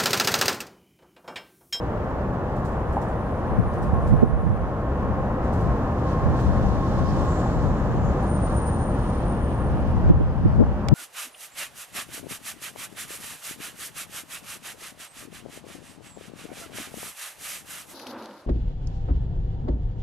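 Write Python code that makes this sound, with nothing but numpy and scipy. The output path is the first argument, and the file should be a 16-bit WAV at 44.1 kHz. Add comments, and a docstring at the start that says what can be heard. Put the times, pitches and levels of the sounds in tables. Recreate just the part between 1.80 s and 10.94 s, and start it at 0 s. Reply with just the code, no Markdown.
"""Jet climbing away at dusk

A big four-engine jet leaves an airfield: its dull exhaust roar and faint fan whine swell and recede,
leaving a distant hiss. Gusts buffet the microphone, the hardest ducking its gain control. A breeze
hisses through dry grass, in which stalks tick and crickets buzz. The hand-held camera knocks and clicks."""
import sys
import numpy as np
from scipy import signal
from scipy.fft import rfft, irfft, next_fast_len
from scipy.io import wavfile
from scipy.ndimage import uniform_filter1d

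SR = 44100
rng = np.random.default_rng(int(sys.argv[2]) if len(sys.argv) > 2 else 0)


def dump_mix(stems):
    """Bounce the given channels to the path in sys.argv[1] as a 16-bit WAV at rate SR."""
    frames = np.atleast_2d(stems).T  # one column per channel
    limited = np.clip(frames, -1, 1)  # hard clip at full scale
    pcm = np.round(limited * 32767).astype(np.int16)
    wavfile.write(sys.argv[1], SR, pcm)


N = 403074
TIME = np.arange(N) / SR


def from_db(db):
    """Decibels to gain."""
    return 10 ** (np.asarray(db) / 20)


def rms_one(x):
    """Scale to unit power."""
    return x / np.sqrt(np.mean(x ** 2) + 1e-20)


def swell(peak_s, rise_s, fall_s):
    """Gaussian bell of height 1 with its own rise and fall."""
    return np.exp(-.5 * ((TIME - peak_s) / np.where(TIME < peak_s, rise_s, fall_s)) ** 2)


def panned(pan_db):
    """Stereo gains; pan_db is left minus right."""
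    return from_db(np.array([[.5], [-.5]]) * pan_db)


def at_hz(points, hz):
    """Read a table on a log-frequency axis."""
    points_hz, values = np.transpose(points)
    return np.interp(np.log(hz + 1e-3), np.log(points_hz), values)


def drift(rate_hz):
    """Slow random wander; rms 1."""
    pole = np.exp(-80 * np.pi * rate_hz / SR)
    slow = signal.lfilter([1], [1, -2 * pole, pole * pole], rng.standard_normal(N // 40 + 2002))[2000:]
    return np.interp(np.arange(N) / 40, np.arange(len(slow)), rms_one(slow))


def turbulence(colour, coherence, lag_s=0):
    """Stereo noise from (Hz, dB) colour and (Hz, left-right coherence) points, left lag_s late; rms 1."""
    size = next_fast_len(N)
    hz = np.arange(size // 2 + 1) * SR / size
    mid, side = rfft(rng.standard_normal((2, size)))
    alike = np.clip(at_hz(coherence, hz), -1, 1)
    pair = np.sqrt(1 + alike) * mid + np.sqrt(1 - alike) * side * [[1], [-1]]
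    pair[0] *= np.exp(-2j * np.pi * hz * lag_s)
    return rms_one(irfft(pair * from_db(at_hz(colour, hz)), size)[:, :N])


def wavering_tone(hz, wander_hz, flutter_db):
    """Machine tone through moving air: pitch wanders, level flutters; rms 1."""
    phase = 2 * np.pi * np.cumsum(hz + wander_hz * drift(5.96)) / SR
    return rms_one(from_db(flutter_db * drift(5.5)) * np.sin(phase))


def blurred_tone(hz, width_hz):
    """Tone broadened by wandering amplitude and phase; rms 1."""
    phase = 2 * np.pi * hz * TIME
    return rms_one(drift(width_hz) * np.cos(phase) + drift(width_hz) * np.sin(phase))


def moving_band(centre_hz, width_hz):
    """Noise band around a moving centre; rms 1."""
    lowpass = signal.butter(2, width_hz / 2, fs=SR, output="sos")
    slow = signal.sosfilt(lowpass, rng.standard_normal((2, N)))
    phase = 2 * np.pi * np.cumsum(centre_hz) / SR
    return rms_one(slow[0] * np.cos(phase) + slow[1] * np.sin(phase))


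def decays(events, t60_s, rise_samples):
    """Envelope that rises at each (s, dB) event and dies away."""
    kicks = np.zeros(N)
    for at_s, db in events:
        kicks[min(round(at_s * SR), N - 1)] = from_db(db)
    pole = from_db(-60 / (t60_s * SR))
    return uniform_filter1d(signal.lfilter([1], [1, -pole], kicks + 1e-18), rise_samples)


def exhaust():
    """Large eddies rumble, small ones roar; both swell as their beams sweep by and flutter in the air."""
    # Each row: frequency in Hz, relative density in dB.
    roar_colour = [(150, -10), (330, -0.5), (400, -1.5), (510, 1), (680, -2), (780, -2), (1000, -4.5),
                   (1250, -8.5), (1550, -14.5), (1750, -15), (2100, -25), (3000, -32), (4500, -48.5),
                   (9000, -67.5)]
    rumble_colour = [(15, -24.5), (30, -3), (45, -2), (60, 2.5), (100, -3.5), (125, -0.5), (160, -5),
                     (200, -4), (260, -9.5), (330, -13), (450, -27), (800, -68)]
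    # Each row: frequency in Hz, left-right coherence.
    coherence = [(60, 1), (250, 0.96), (450, 0.91), (750, 0.88), (1200, 0.79), (2000, 0.52), (3300, .05)]
    # Faint engine drones. Each row: pitch in Hz, level against the roar in dB.
    drone_tones = [(475, -22.5), (502, -21), (515, -19), (594, -16), (773, -17.5)]
    roar_db = -30 + 2 * swell(peak_s=4.84, rise_s=1.25, fall_s=1.78)
    rumble_db = -27.5 + 6.5 * swell(peak_s=5.3, rise_s=1.58, fall_s=4.0)
    roar = from_db(roar_db + 0.55 * drift(3.9)) * turbulence(roar_colour, coherence, lag_s=9e-5)
    rumble = from_db(rumble_db + 0.42 * drift(7.8)) * turbulence(rumble_colour, coherence, lag_s=8e-5)
    drones = sum(from_db(roar_db + db) * wavering_tone(hz, wander_hz=4.42, flutter_db=3.0)
                 for hz, db in drone_tones)
    return (roar + drones) * panned(0.17) + rumble * panned(1.0)


def fans():
    """Four fans at nearly the same speed beat; their beamed whine sweeps over the listener."""
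    # Each row: pitch in Hz, relative level in dB.
    blade_tones = [(1067, -7.5), (1070, -2.5), (1080, -4.5), (1084, -16.5)]
    # Moving air briefly focuses the whine. Each row: time in seconds, half length in seconds, gain in dB.
    focusings = [(2.134, 0.16, 9), (3.2, .2, 3.5), (4.34, 0.1, 6), (5.2, 0.28, 5.5)]
    level_db = -52.5 + 11 * swell(peak_s=4.6, rise_s=2.0, fall_s=1.6)
    focus_db = sum(db * swell(at_s, half_s, half_s) for at_s, half_s, db in focusings)
    whine = sum(from_db(db) * wavering_tone(hz, wander_hz=1.633, flutter_db=3.1) for hz, db in blade_tones)
    return from_db(level_db + focus_db) * whine * panned(.2)


def wind():
    """Wind buffets the microphone with a wide, low rumble; strong eddies thump it briefly."""
    # Each row: time in seconds, half length in seconds, level in dB, pan in dB.
    gusts = [(1.78, 0.075, -25, 6), (2.312, 0.22, -20.5, -5), (2.625, 0.13, -19.5, -8.5),
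             (3.34, 0.085, -31, 7), (3.888, 0.044, -30, 9), (4.483, 0.041, -18.5, -3),
             (4.826, 0.13, -27.5, 13), (5.29, 0.13, -26.5, 10), (5.85, 0.084, -27.5, 13),
             (6.177, 0.12, -28.5, 6), (6.7, 0.076, -38, 6), (7.6, .15, -40, 2), (8.05, 0.17, -25.5, 5),
             (8.355, 0.1, -14, 1), (8.736, 0.13, -15, 4), (9.14, 0.054, -19.5, 10.5)]
    # Each row: frequency in Hz, relative density in dB.
    colour = [(10, -29), (20, -10), (48, 0.5), (90, 1.5), (150, -5.5), (225, -11.5), (300, -23), (500, -41),
              (1000, -44), (3000, -78)]
    # Each row: time in seconds, level in dB, pan in dB, pitch in Hz, half length in seconds.
    eddies = [(1.794, -13, 12.5, 112.3, .007), (2.138, -18, -10, 94, 0.013),
              (2.334, -11, -10.5, 121.2, .013), (2.435, -5.5, -9, 188.8, 0.0056),
              (4.696, -20.5, 14, 78, 0.023), (6.27, -29, 0, 117.5, .016), (8.308, -5, -4, 180, 0.009),
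              (8.409, -15.5, -11.5, 219.7, 0.0057), (8.658, -8, -9, 180.8, 0.0053),
              (8.81, -10, 10.5, 215, .013), (9.131, -9, 18, 114.3, 0.009)]
    lull_db = -43.5
    power = (from_db(lull_db) * panned(4.0)) ** 2
    for at_s, half_s, db, pan_db in gusts:
        power = power + (from_db(db) * panned(pan_db) * swell(at_s, half_s, half_s)) ** 2
    envelope = np.sqrt(power) * from_db(0.47 * drift(30))
    buffeting = envelope * turbulence(colour, coherence=[(50, -.65), (400, -0.42)])
    for at_s, db, pan_db, hz, half_s in eddies:
        phase = 2 * np.pi * np.cumsum(hz * from_db(2.0 * drift(110.4))) / SR
        thump = np.sin(phase) + .5 * np.cos(1.7 * phase) + 0.21 * np.sin(2.4 * phase)  # eddy + whirls
        buffeting += from_db(db) * panned(pan_db) * [[1], [-1]] * swell(at_s, half_s, half_s) * thump
    return buffeting


def field_hiss():
    """Grass hisses in a breeze to the right; a distant hiss near 2.6 kHz remains as the jet recedes."""
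    # Each row: frequency in Hz, relative density in dB.
    grass_colour = [(1000, -15), (2400, 1), (3500, 5), (4800, 2), (6200, 0.5), (7100, -2.5), (7900, -9),
                    (8400, -6), (9400, -11.5), (10500, -22), (13400, -15), (15500, -23)]
    # Puffs of air. Each row: time in seconds, half length in seconds, gain in dB.
    puffs = [(3.8, 0.14, 3.5), (4.3, .045, 4.5), (4.62, 0.064, 3.5), (5.42, .05, 2), (6.7, .06, 3),
             (7.3, 0.097, 3.5)]
    # Narrower hiss bands; the one near 2.6 kHz is the distant background.
    # Each row: peak time, rise and fall in seconds, centre in Hz, glide in Hz per second, level in dB.
    hiss_bands = [(5.29, .03, .04, 5100, 0, -54), (5.55, .13, .15, 7140, -200, -58),
                  (6.3, 0.65, .6, 6780, -550, -63.5), (8.3, 1.5, 1.3, 2597, -60, -56.5),
                  (8.7, .7, .5, 4800, 0, -67.5)]
    coherence = [(2000, .15), (3300, 0.78), (4300, 0.31), (6000, .3), (7900, 0.48), (11000, .3),
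                 (14000, .05)]
    calm_db, breeze_db = -63.5, 12
    breeze = 0.69 * swell(peak_s=4.88, rise_s=0.67, fall_s=0.68)
    breeze += 0.5 * swell(peak_s=5.6, rise_s=0.57, fall_s=2.0)
    grass = turbulence(grass_colour, coherence, lag_s=0.00011)
    puff_db = sum(db * swell(at_s, half_s, half_s) for at_s, half_s, db in puffs)
    hiss = from_db(calm_db + breeze_db * breeze + puff_db + 0.87 * drift(14)) * grass
    for at_s, rise_s, fall_s, hz, glide_hz_per_s, db in hiss_bands:
        centre_hz = hz + glide_hz_per_s * (TIME - at_s)
        band = np.array([moving_band(centre_hz, width_hz=1160) for channel in range(2)])
        hiss += from_db(db + 2.4 * drift(8)) * swell(at_s, rise_s, fall_s) * band
    return hiss * panned(-3.4 * breeze)


def mic_hiss():
    """Steady microphone self-noise."""
    colour = [(1000, 9), (8000, 0.0), (10500, -3.5), (13500, 0.5), (15500, -6)]
    return from_db(-66) * turbulence(colour, coherence=[(1000, .05), (15000, .05)])


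def stalks():
    """Dry stalks tick, each with a short rustle."""
    # Each row: time in seconds, relative level in dB.
    touches = [(0.7622, -52), (0.8515, -47), (0.9244, -61), (1.1278, -52), (1.2166, -49), (1.2844, -59),
               (1.9365, -52), (2.0248, -48.5), (2.2717, -48), (3.6426, -54), (3.7319, -47), (3.8044, -53),
               (4.5994, -46), (6.8698, -47)]
    colour = [(2000, -13), (4000, -1), (7500, -1), (9000, 0), (10500, -12), (13000, -9), (15500, -11)]
    tick = from_db(-5) * decays(touches, t60_s=.03, rise_samples=400)
    rustle = from_db(-8) * decays(touches, t60_s=0.3, rise_samples=900)
    return (tick + rustle) * turbulence(colour, coherence=[(4000, 0), (12000, 0)]) * panned(-2.5)


def wing_tone(hz, width_hz):
    """A cricket's wing resonates in a narrow line; its file scrapes a rasp around it; rms 1."""
    return rms_one(blurred_tone(hz, width_hz) + from_db(-5) * blurred_tone(hz, width_hz=170))


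def crickets():
    """Fluttering trills arrive directly and scattered by the grass."""
    # Each row: start and end in seconds, pitch in Hz, level in dB, line width in Hz,
    # scattered against direct sound in dB, pan in dB.
    trills = [(1.0, 1.35, 9300, -76, 90, 2, 4), (1.4, 2.3, 9270, -72, 100, 2, 4),
              (2.25, 2.75, 9040, -73, 98, 2, -1), (6.51, 6.92, 9060, -49.5, 12, -14, 2),
              (7.0, 7.756, 9050, -56, 10.7, -6, 0), (8.45, 8.755, 9000, -77, 30, 0, 1.5)]
    attack_s, release_s, flutter_db = 0.059, 0.17, 1.7
    song = np.zeros((2, N))
    for start_s, end_s, hz, db, width_hz, scatter_db, pan_db in trills:
        gate = np.exp(np.minimum(TIME - start_s, 0) / attack_s - np.maximum(TIME - end_s, 0) / release_s)
        direct = wing_tone(hz, width_hz) * panned(pan_db)
        scattered = from_db(scatter_db) * wing_tone(hz, width_hz) * [[1], [-1]]
        song += gate * from_db(db + flutter_db * drift(15)) * (direct + scattered)
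    return song


def camera_knock():
    """A hollow knock rings the camera body in a few modes."""
    # Each row: time in seconds, level in dB.
    impacts = [(1.168, -16.5), (1.177, -18)]
    # Each row: frequency in Hz, gain in dB, T60 in seconds.
    modes = [(822, 1, 0.059), (910, -12, .03), (660, -16, .025)]
    ring = np.zeros(N)
    for at_s, db in impacts:
        age_s = np.maximum(TIME - at_s, 0)
        for hz, mode_db, t60_s in modes:
            decay_db = 60 * np.minimum(age_s / t60_s, 2)
            ring += from_db(db + mode_db - decay_db) * np.sin(2 * np.pi * hz * age_s)
    bandpass = signal.butter(2, [500, 1200], "band", fs=SR, output="sos")
    return signal.sosfilt(bandpass, ring) * panned(-1.5)


def camera_click():
    """A sharp click on the plastic body."""
    # Each row: time in seconds, level in dB.
    clicks = [(9.0855, -18.5)]
    colour = [(800, -1), (2000, 2), (4600, 0), (8500, -13.5), (10500, -19), (13500, -21), (15000, -36)]
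    plastic = turbulence(colour, coherence=[(2000, .2), (9000, 0.19)])
    return decays(clicks, t60_s=0.012, rise_samples=50) * plastic * panned(-5)


def scene():
    """The receding jet, wind, field and camera over microphone hiss."""
    recede_db_per_s = 0.2429
    jet = from_db(-recede_db_per_s * TIME) * (exhaust() + fans())
    outdoors = jet + wind() + field_hiss() + stalks() + crickets()
    return outdoors + camera_knock() + camera_click() + mic_hiss()


def gain_control(x):
    """A blast on either channel turns both down; the gain creeps back."""
    threshold_db, attack_s, recover_db_per_s = -8.2, .008, 4
    power = uniform_filter1d(x ** 2, size=660, axis=1).max(axis=0)
    level_db = 10 * np.log10(np.maximum(power, 1e-12))
    excess_db = np.maximum(level_db - threshold_db, 0)
    recovery_db = recover_db_per_s * TIME
    duck_db = np.maximum.accumulate(excess_db + recovery_db) - recovery_db
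    pole = np.exp(-1 / (attack_s * SR))
    return x * from_db(-signal.lfilter([1 - pole], [1, -pole], duck_db))


def record(dry):
    """Gain control, then a steep low-pass."""
    cutoff_hz = 15750
    return signal.sosfilt(signal.ellip(12, .1, 90, cutoff_hz, fs=SR, output="sos"), gain_control(dry))


dry = scene()
out = record(dry)
dump_mix(out)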